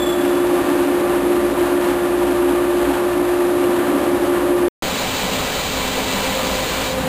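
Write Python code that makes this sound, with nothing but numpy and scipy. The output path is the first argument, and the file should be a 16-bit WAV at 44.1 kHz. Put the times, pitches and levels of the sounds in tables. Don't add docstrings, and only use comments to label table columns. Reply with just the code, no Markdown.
import sys
import numpy as np
from scipy import signal
from scipy.fft import rfft, irfft, next_fast_len
from scipy.io import wavfile

SR = 44100
rng = np.random.default_rng(int(sys.argv[2]) if len(sys.argv) > 2 else 0)


def digitize_waveform(pressure):
    field = np.atleast_2d(pressure).T
    bounded = np.clip(field, -1, 1)
    quanta = np.round(bounded * 32767).astype(np.int16)
    wavfile.write(sys.argv[1], SR, quanta)


N = 312228
TIME_S = np.arange(N) / SR
FREQ_HZ = np.arange(N // 2 + 1) * SR / N
HOLD_SAMPLES = 4

# time_s, roar_db, rumble_db
PLATFORM_LEVELS = [(4.82, -27, -38), (5.3, -26, -32.5), (5.7, -29, -36), (6.25, -25.5, -37),
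                   (6.85, -26.5, -33), (6.97, -26.5, -27), (7.08, -24, -25)]


def undb(db):
    return 10 ** (np.asarray(db) / 20)


def unit_rms(x):
    return x / np.sqrt(np.mean(x ** 2))


def curves(table):
    time_s, *columns = np.transpose(table)
    return [np.interp(TIME_S, time_s, column) for column in columns]


def burst(centre_s, length_s):
    return np.exp(-(2 * (TIME_S - centre_s) / length_s) ** 4)


def bursts(table):
    return sum(undb(db) * burst(centre_s, length_s) for centre_s, length_s, db in table)


def drift(rate_hz, step_samples=32):
    size = next_fast_len(N // step_samples + 2)
    hz = np.fft.rfftfreq(size, step_samples / SR)
    slow = irfft(rfft(rng.standard_normal(size)) * np.exp(-(hz / rate_hz) ** 2), size)
    return np.interp(TIME_S, np.arange(size) * step_samples / SR, unit_rms(slow))


def contour(points):
    hz, db = np.transpose(points)
    return undb(np.interp(np.log(FREQ_HZ + 1), np.log(hz), db))


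def resonances(modes):
    peaks = (undb(db) / (1 + 2 * ((FREQ_HZ - hz) / width_hz) ** 2) for hz, width_hz, db in modes)
    return np.sqrt(sum(peak ** 2 for peak in peaks))


def band_limit(x, gain=1):
    return irfft(rfft(x) * gain * (FREQ_HZ < SR / HOLD_SAMPLES / 2), N)


def shaken(gain, flutter_db, rate_hz):
    force = rng.standard_normal(N) * undb(flutter_db * drift(rate_hz))
    return unit_rms(band_limit(force, gain))


def tone(hz, scatter, rate_hz):
    phase = 2 * np.pi * np.cumsum(hz + np.zeros(N)) / SR + 2 * np.pi * rng.random()
    in_phase = (1 + scatter * drift(rate_hz)) * np.cos(phase)
    quadrature = scatter * drift(rate_hz) * np.sin(phase)
    return unit_rms(in_phase + quadrature)


def yard(rings_db=-3):
    # freq_hz, gain_db
    spectrum = [(20, -35), (100, -8), (170, -4.5), (260, 4), (340, -7.5), (480, 4), (680, -1), (900, 1.5),
                (1300, -2.5), (1800, -5.5), (3000, -9), (5500, -24.5)]
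    # freq_hz, width_hz, gain_db
    modes = [(193.4, 26, 0.5), (427, 5.1, 3), (570, 86, -4), (771, 38, -1.5), (1033, 25, -11),
             (1004, 5.3, 4), (1230, 22, -9)]
    roar_db, _ = curves(PLATFORM_LEVELS)
    roar = shaken(contour(spectrum), flutter_db=0.64, rate_hz=12)
    rings = undb(rings_db) * shaken(resonances(modes), flutter_db=1, rate_hz=2.3)
    return undb(roar_db) * (roar + rings)


def approaching_train():
    # freq_hz, gain_db
    spectrum = [(20, -42), (32, -17), (40, -4), (47, -8), (53, 11), (65, 0), (80, -9), (100, 1), (120, -3),
                (150, -2), (230, -3), (340, -8), (500, -50)]
    # centre_s, length_s, level_db
    clunks = [(5.99, 0.048, -24)]
    _, rumble_db = curves(PLATFORM_LEVELS)
    rumble = undb(rumble_db) * shaken(contour(spectrum), flutter_db=1, rate_hz=8)
    clunk = bursts(clunks) * shaken(resonances([(564, 120, 0)]), flutter_db=6, rate_hz=55)
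    return rumble + clunk


def locomotive(pitch_hz=261.15, hum_db=-34.8, octave_db=-38, rise_s=0.081, fall_s=0.29):
    # peak_s, level_db
    swells = [(6.32, -27.5), (6.98, -27)]
    swell = sum(undb(db) * np.exp(np.minimum((TIME_S - peak_s) / rise_s, (peak_s - TIME_S) / fall_s))
                for peak_s, db in swells)
    hum_hz = pitch_hz + 0.63 * drift(4.43)
    hum = undb(hum_db) * tone(hum_hz, scatter=0.84, rate_hz=8.4)
    octave = (undb(octave_db) + swell) * tone(2 * hum_hz, scatter=0.32, rate_hz=21)
    return hum + octave


def compressed_air(open_db=-24, leak_db=-30.5, shut_s=6.87, closing_s=0.094, whistle_db=-7):
    # freq_hz, gain_db
    spectrum = [(500, 5), (1200, 0.5), (1800, -2), (2300, -0.5), (3200, 2.5), (3900, 1.5), (4500, 0.5),
                (5000, -2), (5500, -5.5)]
    # freq_hz, width_hz, gain_db
    modes = [(1977, 16, -1), (2265, 50, -6), (2342, 25, -1), (2422, 14, -5), (2672, 35, -3), (2972, 16, -3),
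             (3070, 45, -6), (3612, 14, -4), (3900, 55, -1), (4162, 12, -1), (4290, 30, -6)]
    closed = np.clip((TIME_S - shut_s) / closing_s, 0, 1)
    jet = shaken(contour(spectrum), flutter_db=0.3, rate_hz=24)
    whistle = undb(whistle_db) * shaken(resonances(modes), flutter_db=0.3, rate_hz=12)
    return undb(open_db + closed * (leak_db - open_db)) * (jet + whistle)


def blower(blade_hz=353.15, blade_db=-18, motor_hz=58.66, beat_hz=0.95, beat_db=1, beat_peak_s=0.45):
    # time_s, level_db
    shaft_levels = [(0, -41), (.6, -52), (1.2, -39), (3.0, -40), (3.6, -51), (4.66, -40.5)]
    # shaft_multiple, level_db
    harmonics = [(2, -48), (10, -30.5), (13, -41), (14, -44), (17, -46), (20, -37.5), (24, -44),
                 (30, -44.5)]
    # centre_s, length_s, depth_db
    dips = [(0.656, 0.053, 11), (1.08, 0.034, 3), (1.526, 0.072, 13.5), (2.926, 0.22, 2.5),
            (3.876, 0.081, 8), (3.997, .13, 4.5), (4.193, 0.042, 9.5)]
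    beating_db = beat_db * np.cos(2 * np.pi * beat_hz * (TIME_S - beat_peak_s))
    dip_db = sum(db * burst(centre_s, length_s) for centre_s, length_s, db in dips)
    drone_db = blade_db + beating_db - dip_db + 0.5 * drift(23)
    blade = undb(drone_db) * tone(blade_hz + 0.38 * drift(3), scatter=0.083, rate_hz=23)
    shaft_db, = curves(shaft_levels)
    shaft_hz = motor_hz + 0.06 * drift(2.55)
    shaft = undb(shaft_db) * tone(shaft_hz, scatter=0.3, rate_hz=5.1)
    whine = sum(undb(db) * tone(k * shaft_hz, scatter=0.02 * k, rate_hz=31) for k, db in harmonics)
    return blade + shaft + whine


def rolling(plain_rail_db=-26.5):
    # freq_hz, width_hz, gain_db
    boom_modes = [(207.3, 33, -13.5), (273, 25, -13), (285.8, 24.7, 0), (340, 64, -7.5), (412, 31, -14.5),
                  (527, 63, -10)]
    # time_s, level_db
    boom_levels = [(0, -24), (.7, -21.5), (1.3, -20.5), (1.7, -23), (2.9, -23), (3.3, -25.5), (3.95, -19),
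                   (4.66, -23)]
    # freq_hz, gain_db
    roar_spectrum = [(20, -33), (45, -9), (140, -9), (230, -8.5), (460, -31.5), (630, -1.5), (1150, -4.5),
                     (1400, -8.5), (1780, -9), (2000, -13.5), (2450, -13.5), (3400, -17.5), (4400, -21.5),
                     (5500, -26)]
    # centre_s, length_s, roar_rise_db, scrape_db
    crossings = [(0.293, 0.14, 1.2, -46), (0.627, 0.28, 2, -41), (.83, 0.12, 2.1, -44),
                 (1.146, 0.09, 0.7, -31), (1.648, 0.16, 2, -38), (1.87, 0.12, 3, -32.5),
                 (2.245, 0.1, 0.4, -33), (2.495, .04, 1.4, -38), (2.907, .22, 1.5, -29.5),
                 (3.82, 0.26, 1.7, -37), (4.015, 0.097, 2, -37.5), (4.246, 0.071, 2.5, -44),
                 (4.38, .07, 2, -34)]
    flange_modes = [(894, 310, 5), (1650, 360, -17), (2800, 1700, -13)]  # freq_hz, width_hz, gain_db
    boom_db, = curves(boom_levels)
    rise_db = sum(db * burst(centre_s, length_s) for centre_s, length_s, db, _ in crossings)
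    flange_contact = bursts([(centre_s, length_s, db) for centre_s, length_s, _, db in crossings])
    boom = undb(boom_db) * shaken(resonances(boom_modes), flutter_db=0.3, rate_hz=14)
    roar = undb(plain_rail_db + rise_db) * shaken(contour(roar_spectrum), flutter_db=0.52, rate_hz=33)
    scrape = flange_contact * shaken(resonances(flange_modes), flutter_db=1.5, rate_hz=120)
    return boom + roar + scrape


def gear_knocks(crack_decay_s=0.003, crack_db=4):
    # start_s, strength_db
    hits = [(0.25, -33), (1.157, -38.5), (1.897, -39), (2.196, -31), (2.505, -39), (2.771, -38.5),
            (3.116, -35), (3.291, -37), (3.640, -34)]
    # freq_hz, t60_s, gain_db
    modes = [(706, 0.067, 8), (990, 0.19, -8), (1474, 0.043, 9.5), (1740, 0.039, -4), (2310, 0.051, 1),
             (2830, 0.069, -0.5), (3770, 0.025, -15)]
    t = TIME_S[:SR // 5]
    knocks = np.zeros(N)
    for start_s, strength_db in hits:
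        ring = sum(undb(db - 60 * t / t60_s) * rng.standard_normal() * np.sin(2 * np.pi * hz * t)
                   for hz, t60_s, db in modes)
        crack = undb(crack_db) * np.exp(-t / crack_decay_s) * rng.standard_normal(len(t))
        knocks[int(start_s * SR):][:len(t)] += undb(strength_db) * (ring + crack)
    return band_limit(knocks)


def wheel_squeal(pitch_hz=3438, tail_decay_s=0.28, tail_db=-6):
    # centre_s, length_s, level_db
    shrieks = [(.005, 0.012, -30), (.032, 0.028, -25), (.068, .022, -34), (.1, 0.023, -28.5),
               (.134, 0.03, -33.5), (.208, .03, -41), (.382, .025, -40)]
    direct = bursts(shrieks) * tone(pitch_hz + 11 * drift(30), scatter=0.11, rate_hz=150)
    station = rng.standard_normal(SR) * np.exp(-TIME_S[:SR] / tail_decay_s)
    tail = signal.fftconvolve(direct, station / np.linalg.norm(station))[:N]
    return direct + undb(tail_db) * tail


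def scene(coaches_end_s=4.6835, platform_start_s=4.823):
    coaches = blower() + rolling() + gear_knocks() + wheel_squeal()
    platform = compressed_air() + yard() + approaching_train() + locomotive()
    return (coaches * (TIME_S < coaches_end_s) + platform * (TIME_S > platform_start_s))[None]


def record(dry, ceiling=0.47, cutoff_hz=15480):
    rounded = dry[0] / (1 + (dry[0] / ceiling) ** 6) ** (1 / 6)
    held = np.repeat(rounded[::HOLD_SAMPLES], HOLD_SAMPLES)[:N]
    low_pass = signal.ellip(12, 0.1, 80, cutoff_hz, fs=SR, output="sos")
    return signal.sosfilt(low_pass, held)[None]


dry = scene()
out = record(dry)
digitize_waveform(out)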